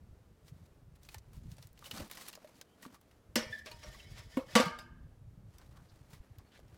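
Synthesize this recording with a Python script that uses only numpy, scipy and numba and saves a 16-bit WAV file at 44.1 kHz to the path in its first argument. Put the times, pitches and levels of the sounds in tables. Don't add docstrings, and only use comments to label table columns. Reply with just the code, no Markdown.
import sys
import numpy as np
from numba import njit
from scipy import signal
from scipy.fft import rfft, irfft, next_fast_len
from scipy.io import wavfile
from scipy.ndimage import uniform_filter1d

SR = 44100
rng = np.random.default_rng(int(sys.argv[2]) if len(sys.argv) > 2 else 0)


def wav_out(sig):
    wavfile.write(sys.argv[1], SR, np.round(np.clip(np.atleast_2d(sig).T, -1, 1) * 32767).astype(np.int16))


def attenuation_scalar(level_db):
    decades = np.asarray(level_db, float) / 20
    return 10 ** decades


N = 298733

# (time [s], level [dB])
FLAME = [(0.0, -54), (0.36, -66.5), (0.75, -61.5), (1.13, -63), (1.39, -53.5), (2.04, -66.5), (2.16, -73.5),
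         (2.9, -76.5), (3.34, -64), (3.9, -60), (5.22, -57.5), (6.11, -62.5), (6.49, -69.5), (6.77, -59.5)]
# (frequency [Hz], density [dB per Hz])
CRISP = [(710, -4.5), (1200, -1), (1350, -6), (1900, -4), (2560, -6), (4280, -3.5), (15100, -13),
         (16000, -20.5), (16500, -34)]
# (frequency [Hz], density [dB per Hz])
RUB_TONE = [(180, -37), (300, -7.5), (456, -9.5), (617, -8.5), (848, -18.5), (1800, -12.5), (5100, -12.5),
            (7260, -18), (15200, -25.5), (16500, -34)]
# (frequency [Hz], level [dB], T60 [s])
LID_MODES = [(243.6, -17.5, 0.92), (477, -3.5, 0.34), (503, -12.5, .3), (588, -12.5, 0.26),
             (637, -13.5, 0.5), (908, -14.5, 0.7), (923, -4, 0.35), (349, -27, 0.9), (1152, 2, 0.25),
             (1190, -19, 0.53), (1215, -4.5, 0.5), (1245, -11, 0.55), (1280, -13, .4), (1370, -18.5, 0.44),
             (1420, -8.5, 0.52), (1580, -12, 0.72), (1610, -18.5, 0.38), (1663, -19, 0.8), (1700, -21, 0.5),
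             (1724, -18, 0.5), (1800, -11.5, 0.22), (2010, -13, 0.25), (2160, -12, 0.53), (2310, -16, .4),
             (2500, -18.5, 0.27), (2930, -9.5, 0.35), (3056, -19, 0.63), (2908, -23, 0.63),
             (3400, -13, 0.12), (4150, -18.5, .35), (4060, -20, 0.24), (4160, -10.5, 0.27),
             (4472, -18.5, .3), (4530, -14, 0.39), (4856, -10.5, .22), (5500, -11, .15)]


def evened(x):
    return x / np.sqrt(np.mean(x ** 2) + 1e-20)


def read(points, hz):
    f, value = np.transpose(points)
    return np.interp(np.log(hz + 1), np.log(f + 1), value)


def add(mix, s, sound):
    part = mix[round(s * SR):][:len(sound)]
    part += sound[:len(part)]


def placed(events):
    out = np.zeros(N)
    for s, sound in events:
        add(out, s, sound)
    return out


def coloured(x, points):
    gain = attenuation_scalar(read(points, np.fft.rfftfreq(len(x), 1 / SR)))
    return evened(irfft(rfft(x) * gain, len(x)))


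def wander(count, seconds):
    size = int(seconds * SR) + 1
    once = uniform_filter1d(rng.standard_normal(count), size)
    return evened(uniform_filter1d(once, size))


def gritty(count, per_s, spread_db, smooth):
    hit, size, hiss = rng.random(count), rng.exponential(1, count), rng.standard_normal(count)
    clicks = (hit < per_s / SR) * attenuation_scalar(spread_db * np.minimum(size, 4)) * np.sign(hiss)
    return evened(clicks) + smooth * hiss


def air():
    # (frequency [Hz], density [dB per Hz])
    air_tone = [(18, -47), (30, -6.5), (139, -21), (235, -23.5), (298, -25.5), (443, -26), (577, -29.5),
                (792, -33.5), (1000, -36.5), (1240, -37), (2670, -45.5), (15200, -54), (16500, -66)]
    level_db = -70.5
    x = coloured(rng.standard_normal(N), air_tone)
    x = signal.sosfilt(signal.butter(2, 200, "high", fs=SR, output="sos"), x)
    return attenuation_scalar(level_db + 1.1 * wander(N, 0.13)) * evened(x)


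def small_gulps(count):
    place, pitch, size = rng.random((count, 3)).T
    s = 0.04 + (np.arange(count) + 0.4 * place) / count * (N / SR - 0.1)
    peak_db = np.interp(s, *np.transpose(FLAME)) + 6 + 7.0 * (size - 0.5)
    hz = 70 * (0.7 + 0.6 * pitch)
    return list(zip(s, peak_db, hz))


def flame():
    # (time [s], peak [dB], pitch [Hz])
    puffs = [(0.113, -45, 61), (0.527, -44.5, 122), (0.566, -45.5, 134), (1.175, -43, 86), (1.46, -40, 105),
             (1.524, -42.5, 144), (1.616, -52, 123), (1.656, -44, 98), (1.938, -45, 109), (2.02, -40.5, 70),
             (3.47, -41, 95), (3.512, -44.5, 102), (3.746, -47, 68), (4.124, -40, 105), (4.201, -41, 90.4),
             (4.476, -43, 71), (5.285, -44, 103.9), (5.379, -40.5, 114.3), (5.694, -46.5, 105.5),
             (5.94, -47.5, 97.1), (6.205, -38.5, 47.2), (6.317, -44, 96.9), (6.39, -43.5, 92.6),
             (6.736, -48, 96.6)]
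    s, level_db = np.transpose(FLAME)
    band = signal.butter(3, [33, 150], "band", fs=SR, output="sos")
    roar = signal.sosfilt(band, rng.standard_normal(N) * attenuation_scalar(5 * wander(N, 0.02)))
    out = attenuation_scalar(np.interp(np.arange(N) / SR, s, level_db) + 1.0) * evened(roar)
    t = np.arange(-0.029, 0.06, 1 / SR)
    for s, peak_db, hz in puffs + small_gulps(count=160):
        phase, long = rng.random(2)
        turns = hz * (1 - np.exp(-30 * t)) / 30 + phase
        swell = np.exp(-(t / (0.0014 + 0.013 * long)) ** 2)
        add(out, s + t[0], attenuation_scalar(peak_db - 1.0) * np.sin(2 * np.pi * turns) * swell)
    return out


def rustle():
    # (start [s], hold [s], crisp level [dB], dull body re crisp [dB])
    handfuls = [(0.43, 0.22, -80, -7), (0.943, 0.43, -82, 7.5), (1.42, 0.28, -76, -6),
                (1.861, 0.025, -60, -4), (1.953, 0.044, -52, -3.5), (1.993, 0.029, -53, 3.5),
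                (2.016, .038, -57.5, 0), (2.121, 0.18, -57.5, -7.5), (2.319, 0.28, -72, 6),
                (2.62, .19, -80, 7.5), (2.831, 0.12, -71, 7), (3.033, 0.15, -83, 9),
                (5.547, 0.64, -74.5, 3.5), (6.1, 0.78, -81.5, 10.5)]
    # (frequency [Hz], density [dB per Hz])
    dull_tone = [(100, -19), (170, 4), (329, 0), (404, -18.5), (565, -4), (701, -7.5), (1040, -11),
                 (1420, -12.5), (3000, -19.5), (3900, -30), (6600, -120)]
    grab_db_per_s, let_go_db_per_s = 190, 450
    t = np.arange(next_fast_len(N)) / SR
    effort, weight = np.zeros((2, len(t)))
    for s, hold, level_db, weight_db in handfuls:
        rise_db = grab_db_per_s * np.maximum(s - t, 0)
        fall_db = let_go_db_per_s * np.maximum(t - s - hold, 0)
        stroke = attenuation_scalar(level_db - rise_db - fall_db)
        effort = np.maximum(effort, stroke)
        weight = np.maximum(weight, stroke * attenuation_scalar(weight_db))
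    flicker = evened(attenuation_scalar(2.3 * wander(len(t), 0.0066)))
    crisp = coloured(gritty(len(t), 2500.0, 3.6, smooth=1.05), CRISP)
    dull = coloured(gritty(len(t), 320.0, 1.5, smooth=3.5), dull_tone)
    return (flicker * (crisp * effort + dull * weight))[:N]


def snap(s, peak_db, ring_hz, t60, share=0.16, trim_db=-3.5, wide=1.0):
    t = np.arange(12000) / SR
    away = np.log2((np.fft.rfftfreq(len(t), 1 / SR) + 1) / ring_hz)
    noise = coloured(rng.standard_normal(len(t)), CRISP)
    crack = evened(irfft(rfft(noise) * (wide + np.exp(-(away / 0.9) ** 2))))
    crack *= (0.35 + 0.64 * np.exp(-t / 0.0017)) * (1 - np.exp(-t / 0.00043))
    wobble = np.cumsum(1 + 0.015 * wander(len(t), 0.0047)) / SR
    tone = np.sin(2 * np.pi * ring_hz * wobble) * (1 - np.exp(-t * ring_hz / 0.44))
    share = np.clip(share, 0, 1)
    decay = attenuation_scalar(peak_db + trim_db - 60 * t / max(t60, 0.005))
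    return s, decay * ((1 - share) * crack + share * tone)


def snap_t60(t60_at_2khz, hz):
    return t60_at_2khz * (2000 / hz) ** 0.56


def paper_snaps():
    # (time [s], peak [dB], ring [Hz])
    crease_snaps = [(0.4812, -48, 2300), (1.0319, -50.5, 5100), (1.0883, -40, 2500), (1.1441, -36, 1780),
                    (1.1826, -42, 6200), (1.3324, -53.5, 990), (1.516, -44.5, 5500), (1.5822, -45.5, 1400),
                    (1.6258, -42.5, 3720), (1.6706, -48, 8600), (1.7913, -46.5, 5950), (1.8421, -40, 2940),
                    (1.9121, -29, 2930), (1.949, -42, 1620), (1.9748, -35, 1500), (2.0787, -55, 3500),
                    (2.1128, -35, 2040), (2.172, -37.5, 1910), (2.212, -40.5, 1185), (2.2852, -57, 6000),
                    (2.3297, -40, 2810), (2.3533, -37.5, 4950), (2.4448, -49.5, 1710), (2.4738, -50, 2200),
                    (2.6125, -36, 4950), (2.8264, -38.5, 1900), (2.944, -45, 1140), (3.0125, -56, 925),
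                    (1.0502, -49, 6300), (1.568, -51, 8100), (1.7756, -49.5, 2860), (1.813, -56, 1140),
                   (1.999, -35.5, 2840), (2.026, -44, 1080), (2.0995, -42, 1300), (2.133, -42, 3760),
                   (2.152, -49, 5440), (2.177, -39.5, 1050), (2.265, -41, 3000), (2.3353, -41, 2800),
                   (2.555, -56, 4580), (3.112, -53.5, 2010)]
    return placed(snap(s, peak_db, hz, snap_t60(0.075, hz)) for s, peak_db, hz in crease_snaps)


def sweep(s, level_db, half, centre_hz, octaves):
    t = np.arange(-3 * half, 3 * half, 1 / SR)
    grit = gritty(6000, 4100.0, 3.0, smooth=0.96)
    away = np.log2((np.fft.rfftfreq(6000, 1 / SR) + 1) / centre_hz) / max(octaves, 0.05)
    band = evened(irfft(rfft(grit) * np.exp(-away ** 2), 6000))
    return s + t[0], attenuation_scalar(level_db) * np.resize(band, len(t)) * np.exp(-(t / half) ** 2)


def paper_sweeps():
    # (centre [s], level [dB], half length [s])
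    paper_strokes = [(0.482, -67, 0.023), (0.661, -70, 0.0076), (.96, -69, 0.007), (1.056, -68, 0.032),
                     (1.128, -61.5, 0.025), (1.364, -68.5, 0.035), (1.522, -67.5, 0.034),
                     (1.635, -66.5, 0.028), (1.867, -52.5, 0.018), (2.127, -53.5, 0.0041),
                     (2.2201, -54, 0.022), (2.2851, -50, 0.009), (2.492, -68, 0.0061),
                     (2.579, -69.5, 0.025), (2.842, -60, 0.018), (2.947, -70.5, 0.021),
                     (3.115, -85.5, .015), (6.133, -66.5, 0.031)]
    return placed(sweep(*row, centre_hz=2200, octaves=3) for row in paper_strokes)


def spit(s, peak_db):
    t60, trim_db = 0.014, -1.5
    t = np.arange(1200) / SR
    return s, attenuation_scalar(peak_db + trim_db - 60 * t / t60) * evened(np.diff(rng.standard_normal(1201)))


def spits():
    # (time [s], peak [dB])
    clicks_db = [(1.0327, -54.5), (1.087, -53), (1.1436, -42.5), (1.1817, -57), (1.3327, -57), (1.626, -54),
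                 (1.671, -51), (1.73, -55), (1.7916, -53), (1.842, -54), (1.9105, -40), (2.0786, -54.5),
                 (2.0981, -56), (2.113, -35), (2.152, -47), (2.2857, -35), (2.3276, -49), (2.351, -47),
                 (2.4541, -62), (2.613, -43), (2.8239, -48.5), (2.9432, -70), (3.0124, -56.5),
                 (3.3562, -27.5), (3.658, -53), (3.7135, -55.5), (4.37, -52.5), (4.554, -34), (4.6558, -46),
                 (4.7874, -50.5), (5.584, -53.5), (6.105, -61), (6.3843, -52.5)]
    return placed(spit(*row) for row in clicks_db)


def pings():
    # (time [s], peak [dB], ring [Hz], T60 [s])
    faint_rings = [(1.089, -50, 2500, 0.045), (1.1458, -38.5, 870, 0.026), (1.346, -57, 950, 0.042),
                   (1.4357, -47.5, 238, 0.099), (2.4891, -52, 540, 0.062), (2.4901, -52, 990, 0.035),
                   (2.5545, -49, 256, .08), (2.6152, -49, 1570, 0.04), (2.8281, -47, 1870, 0.044),
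                   (2.9611, -54, 1174, 0.055)]
    return placed(snap(*row, share=0.76, trim_db=-2.5, wide=0.15) for row in faint_rings)


def wall_knocks():
    # (time [s], peak [dB], ring [Hz], ring share [0-1])
    wads = [(1.5831, -52, 585, 0.6), (1.8251, -46, 1160, 0.53), (1.8581, -42.5, 2950, .9),
            (1.9124, -37.5, 3000, 1), (1.9364, -36.5, 214, 0.58), (1.9811, -38, 4500, 0.4),
            (1.9958, -33, 316, 0.44), (2.001, -34, 592, 0.3), (2.0165, -42, 238, 0.4),
            (2.0307, -43, 220, .7), (2.1741, -47, 1900, 0.84), (2.1784, -47, 850, 0.4),
            (2.3751, -46.5, 633, 0.38), (2.4451, -41.5, 599, 0.84), (2.8515, -39.5, 1140, 0.4),
            (2.8628, -37, 250, 0.63), (6.5918, -48, 460, 0.39)]
    return placed(snap(s, peak_db, hz, 0.059 * (800 / hz) ** 0.19, ring_share, trim_db=0.0, wide=0.098)
                  for s, peak_db, hz, ring_share in wads)


def fuzzy_rings():
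    # (centre [s], level [dB], half length [s], centre frequency [Hz], width [octaves])
    blurs = [(2.9, -86, .02, 3030, .05), (2.715, -79, .045, 3070, .1), (6.468, -79, 0.025, 4420, .05),
             (6.455, -82, .012, 2250, .05), (6.565, -72, .015, 1670, .05), (4.8, -61, 0.016, 4900, 0.13),
             (5.9, -70, 0.011, 4600, .4), (6.525, -70, .01, 3140, .2)]
    return placed(sweep(*row) for row in blurs)


def ring(modes, t, longest):
    hz, db, t60 = np.transpose(modes)[:, :, None]
    up, down, rock = rng.random((len(hz), 3, 1)).transpose(1, 0, 2)
    turn = 2 * np.pi * hz * t + 1.0 * np.sin(2 * np.pi * (rock + (7 + 16 * up) * t))
    trio = np.sin(turn) + 0.15 * np.sin(turn * (1 + 0.025 * up)) + 0.3 * np.sin(turn * (1 - 0.018 * down))
    t60 = np.clip(t60, 0.02, longest * np.minimum(1, 1700 / hz) ** 0.31)
    out = (attenuation_scalar(db - 60 * t / t60) * trio * (1 - np.exp(-t * hz / 2.8))).sum(0)
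    return out / np.sqrt(np.mean(out[:880] ** 2))


@njit(fastmath=True)
def spin(start, step, count):
    out, now = np.zeros(count), start.copy()
    for i in range(count):
        total = 0.
        for k in range(len(now)):
            total += now[k].real
            now[k] *= step[k]
        out[i] = total
    return out


def crowd(tone, count, damping):
    # (frequency [Hz], T60 [s])
    sheet_t60 = [(150, 0.1), (500, .2), (1200, 0.23), (2500, 0.19), (5000, 0.19), (9000, 0.16),
                 (16000, 0.14)]
    place, long, phase, luck = rng.random((750, 4)).T
    rank = (np.arange(750) + place) / 750
    hz = 300 + 16130 * rank ** 1.4
    t60 = damping * read(sheet_t60, hz) * (0.99 + 1.5 * long ** 3.4)
    step = np.exp((2j * np.pi * hz - np.log(1000) / t60) / SR)
    start = attenuation_scalar(read(tone, hz) + 11.0 * luck) * rank ** 0.2 * np.exp(2j * np.pi * phase)
    out = spin(start, step, min(count, int(damping * 19000)))
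    out = out * signal.windows.tukey(2 * len(out), 0.2)[len(out):]
    out = np.pad(out, (0, count - len(out)))
    return out / np.sqrt(np.mean(out[:880] ** 2))


def shiver(x, depth, above_hz):
    hz, _, z = signal.stft(x, SR, nperseg=512, noverlap=384)
    re, im = rng.standard_normal(z.T.shape + (2,)).T
    flex = evened(uniform_filter1d(re, size=3, axis=1)) + 1j * evened(uniform_filter1d(im, size=3, axis=1))
    share = depth * np.clip(hz / above_hz - 1, 0, 1)[:, None]
    z = z * (1 + share * flex) / np.sqrt(1 + 2 * share ** 2)
    return signal.istft(z, SR, nperseg=512, noverlap=384)[1][:len(x)]


def lid(modes, tone, blows, damping):
    t, out = np.arange(int(0.6 * SR)) / SR, np.zeros(N)
    strong = shiver(ring(modes, t, longest=1.0), 0.8, above_hz=1300)
    attack = (1 - np.exp(-t / 0.0004)) * (1 + 0.84 * np.exp(-t / 0.0043))
    crashes = [shiver(crowd(tone, len(t), damping), 1.5, above_hz=450) * attack for _ in blows[:2]]
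    for k, (s, strength_db, contact_ms, strong_db) in enumerate(blows):
        keep = np.exp(-1000 / SR / max(contact_ms, 0.005))
        body = crashes[k % len(crashes)] + attenuation_scalar(strong_db) * strong
        add(out, s, attenuation_scalar(strength_db) * signal.lfilter([1 - keep], [1, -keep], body))
    return out


def lid_lift():
    # (frequency [Hz], level [dB], T60 [s])
    lifted_modes = [(226, -20, 0.94), (487, -7, 0.39), (527, -6, 0.28), (612, -6.5, 0.28),
                    (1160, -1.5, 0.059), (1484, -13, .3), (1720, -8.5, 0.28), (1800, -16, 1),
                    (1950, -12.5, 0.61), (2136, -6.5, 0.3), (2300, -12.5, 0.52), (2400, -18, .6),
                    (2910, -12.5, 0.44), (3240, -14.5, 0.5), (3320, -17, .3), (3670, -18.5, .35),
                    (4330, -3.5, 0.13), (4950, -6, 0.22), (5500, -12, .19), (5975, -11.5, 0.27)]
    # (frequency [Hz], density [dB per Hz])
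    lift_tone = [(59, -45), (100, -30), (220, -7), (320, -11.5), (405, -21), (500, -17), (602, -30),
                 (794, -17), (1510, -12), (1830, -18), (3940, -15), (4700, -14), (5500, -8), (6500, -17.5),
                 (15500, -24), (16500, -63.5)]
    # (time [s], strength [dB], contact [ms], strong modes re crowd [dB])
    lift_blows = [
        (3.3567, -25.5, 0.033, -7.5),
        (3.362, -40, 0.076, -9.5),
        (3.425, -41.5, 0.13, -5),
    ]
    return lid(lifted_modes, lift_tone, lift_blows, damping=0.71)


def thump(s, peak_db, hz, swell):
    u = np.arange(0, 12 * swell, 1 / SR) / swell
    return s, attenuation_scalar(peak_db) * u * np.exp(1 - u) * np.sin(2 * np.pi * hz * u * swell)


def thumps():
    # (time [s], peak [dB], pitch [Hz], swell [s])
    drum_notes = [(4.371, -23, 262, .0052), (3.358, -45, 310, .012), (4.554, -18, 225, .008),
                  (4.555, -19, 492, .009), (4.555, -27, 690, .006), (4.596, -23, 240, .006),
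                  (4.598, -24, 520, .006), (4.661, -32, 175, .007), (3.357, -29, 232, .012)]
    return placed(thump(*row) for row in drum_notes)


def sing(count):
    # (frequency [Hz], level [dB])
    panels = [(619, 0), (1820, -1), (1990, -2), (2180, -3), (2570, -8.5), (3070, -4), (3480, -6.5),
              (3850, -8.5), (4700, -7), (5100, -2.5)]
    width_hz = 45
    out, r = np.zeros(count), np.exp(-np.pi * width_hz / SR)
    for hz, db in panels:
        rub = rng.standard_normal(count) * attenuation_scalar(3.5 * wander(count, 0.03))
        poles = [1, -2 * r * np.cos(2 * np.pi * hz / SR), r * r]
        out += attenuation_scalar(db) * evened(signal.lfilter([1, 0, -1], poles, rub))
    return evened(out)


def carry():
    # (time [s], level [dB])
    rub_levels = [(3.42, -73), (3.522, -60), (3.58, -62), (3.64, -73), (3.7, -65), (3.76, -69), (3.81, -67),
                  (3.88, -61.5), (3.97, -61), (4.04, -63.5), (4.12, -67.5), (4.2, -61), (4.27, -68),
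                  (4.35, -60.5), (4.446, -70.5), (4.563, -50.5)]
    s, level_db = np.transpose(rub_levels)
    t = np.arange(s[0], s[-1], 1 / SR)
    scrape = coloured(gritty(len(t), 1400.0, 3.1, smooth=1.0), RUB_TONE)
    out = 0.26 * scrape * attenuation_scalar(0.7 * wander(len(t), 0.0067))
    for _ in range(3):
        grip = rng.standard_normal(len(t)) * attenuation_scalar(4.5 * wander(len(t), 0.014))
        out += 0.59 * evened(signal.fftconvolve(grip, crowd(RUB_TONE, 12000, 0.18))[:len(t)])
    out += 0.78 * sing(len(t))
    out *= attenuation_scalar(np.interp(t, s, level_db) + 0.2) * signal.windows.tukey(len(t), 0.05)
    return placed([(s[0], out)])


def squeak(s, peak_db, half, hz, overtone_db):
    t = np.arange(-3 * half, 3 * half, 1 / SR)
    turn = 2 * np.pi * hz * t
    tone = np.sin(turn) + attenuation_scalar(overtone_db) * np.sin(2 * turn)
    return s + t[0], attenuation_scalar(peak_db) * np.exp(-(t / half) ** 2) * tone


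def handle_squeaks():
    # (centre [s], peak [dB], half length [s], pitch [Hz], overtone re pitch [dB])
    slips = [(3.532, -33.5, 0.0054, 1750, -12.5), (3.541, -36, 0.0036, 1740, -31),
             (3.554, -38.5, 0.0044, 1760, -22), (3.562, -44, 0.0039, 1720, -11),
             (3.582, -45, 0.0063, 1736, -18), (3.595, -46.5, 0.0094, 1750, -36),
             (3.605, -54, 0.0031, 1780, -21), (3.614, -49, 0.0036, 1710, -28),
             (3.62, -49, 0.0041, 1750, -26), (3.641, -57, 0.017, 1750, -28)]
    return placed(squeak(*row) for row in slips)


def carry_taps():
    # (time [s], strength [dB], contact [ms], strong modes re crowd [dB])
    tap_blows = [(3.66, -49.5, 0.023, -11), (3.713, -54, 0.0054, -30), (3.831, -61, 0.007, 2.5),
                 (3.939, -65, 0.086, -3.5), (4.173, -62.5, 0.024, -5.5), (4.484, -62.5, 0.09, -5.5)]
    return lid(LID_MODES, RUB_TONE, tap_blows, damping=0.44)


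def grips():
    # (time [s], peak [dB], ring [Hz], T60 [s])
    panel_rings = [(3.6681, -47.5, 619, 0.27), (3.7139, -50, 2500, 0.092), (3.7147, -50.5, 943, 0.29),
                   (3.7155, -50, 4150, 0.046), (3.7163, -53, 2910, 0.12), (3.7171, -48.5, 4500, 0.05),
                   (3.837, -48.5, 5600, 0.096), (3.8451, -48, 607, 0.27), (3.8621, -58, 1824, 0.52),
                   (3.8641, -55, 2200, 0.046), (3.9281, -54, 3000, .05), (3.9441, -49, 1950, 0.045),
                   (3.9481, -49, 1134, .06), (3.9961, -46, 3050, 0.042), (4.0021, -45.5, 2700, 0.035),
                   (4.0301, -57, 3920, 0.13), (4.0451, -60, 2190, 0.34), (4.1301, -62, 1822, 0.81),
                   (4.1741, -62, 952, 0.43), (4.1761, -60, 2200, .06), (4.2051, -56, 5300, .06),
                   (4.3271, -61, 1800, 0.19), (4.4861, -56, 1800, 0.32), (4.7861, -60, 3760, 0.093),
                   (4.7881, -56.5, 4950, 0.21)]
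    return placed(snap(*row, share=0.78, trim_db=0.0) for row in panel_rings)


def glove_sweeps():
    # (centre [s], level [dB], half length [s])
    cloth_strokes = [(3.6781, -51, 0.018), (3.8401, -56.5, .014), (3.8681, -60.5, 0.014),
                     (3.9481, -68, 0.027), (4.0001, -63, 0.011), (4.1871, -57.5, 0.033),
                     (4.5291, -60.5, 0.03), (4.7621, -69, 0.05), (6.5571, -65, 0.033)]
    return placed(sweep(*row, centre_hz=2000, octaves=1.5) for row in cloth_strokes)


def lid_touch():
    # (frequency [Hz], level [dB], T60 [s])
    touched_modes = [(523, 0.5, 0.031), (950, -8.5, 0.13), (1140, -13, 0.07), (2200, -14, 0.19)]
    # (frequency [Hz], density [dB per Hz])
    touch_tone = [(59, -59), (100, -33), (279, -6), (427, -27), (518, -7), (778, -20), (1140, -18.5),
                  (1440, -27.5), (3000, -32.5), (5000, -42.5), (16500, -43.5)]
    # (time [s], strength [dB], contact [ms], strong modes re crowd [dB])
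    touch_blows = [(4.37, -36, 0.011, -9.5)]
    return lid(touched_modes, touch_tone, touch_blows, damping=0.65)


def lid_drop():
    # (frequency [Hz], density [dB per Hz])
    drop_tone = [(59, -53), (100, -32.5), (225, -3.5), (400, -29), (496, -16.5), (615, -8), (811, -12.5),
                 (1190, -10.5), (1350, -20.5), (2030, -11.5), (3000, -11), (7330, -16.5), (15100, -25.5),
                 (16500, -50)]
    # (time [s], strength [dB], contact [ms], strong modes re crowd [dB])
    drop_blows = [
        (4.553, -17, 0.053, -8.5),
        (4.558, -22, 0.74, -3),
        (4.582, -32, 0.061, 0),
        (4.6, -33.5, 0.018, -1),
        (4.657, -49, 0.012, 8),
        (4.788, -53.5, 0.0096, -11),
    ]
    return lid(LID_MODES, drop_tone, drop_blows, damping=0.81)


def afterglow():
    # (frequency [Hz], density [dB per Hz])
    glow_tone = [(300, -14.5), (700, -7), (1300, -0.8), (1800, -4), (2600, -8), (5000, -13), (9000, -29)]
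    # (time [s], strength [dB], contact [ms], strong modes re crowd [dB])
    glow_blows = [(4.556, -45, .03, -29)]
    return lid(LID_MODES, glow_tone, glow_blows, damping=2.5)


def stalk_snaps():
    # (time [s], peak [dB], ring [Hz])
    stalks = [(5.5829, -49.5, 5700), (5.6145, -53, 1560), (6.1323, -43.5, 1960), (6.3855, -51.5, 4900),
              (6.5512, -54, 1750), (6.6814, -59, 3030)]
    return placed(snap(s, peak_db, hz, snap_t60(0.13, hz)) for s, peak_db, hz in stalks)


def boot_sweeps():
    # (centre [s], level [dB], half length [s])
    scuffs = [(5.608, -67, 0.03), (5.78, -67.5, 0.043), (6.4, -67.5, 0.0086)]
    return placed(sweep(*row, centre_hz=980, octaves=1) for row in scuffs)


def stem_breaks():
    # (time [s], peak [dB], ring [Hz])
    stems = [(5.7696, -57, 1720), (5.8797, -71, 1800), (6.105, -57, 3320), (6.519, -58, 3080),
             (6.575, -53, 1790), (6.5986, -56.5, 1545), (6.6984, -64, 2450), (6.744, -54.5, 1490)]
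    return placed(snap(*row, t60=0.071, trim_db=-3.0) for row in stems)


def scene():
    mix = air() + flame()
    mix += rustle() + paper_snaps() + paper_sweeps() + spits() + pings() + wall_knocks() + fuzzy_rings()
    mix += lid_lift() + thumps()
    mix += carry() + handle_squeaks() + carry_taps() + grips() + glove_sweeps()
    mix += lid_touch() + lid_drop() + afterglow()
    mix += stalk_snaps() + boot_sweeps() + stem_breaks()
    return mix[None]


def band_limit(x):
    return signal.sosfilt(signal.butter(12, 16800, fs=SR, output="sos"), x)


def record(dry):
    return band_limit(dry)


dry = scene()
out = record(dry)
wav_out(out)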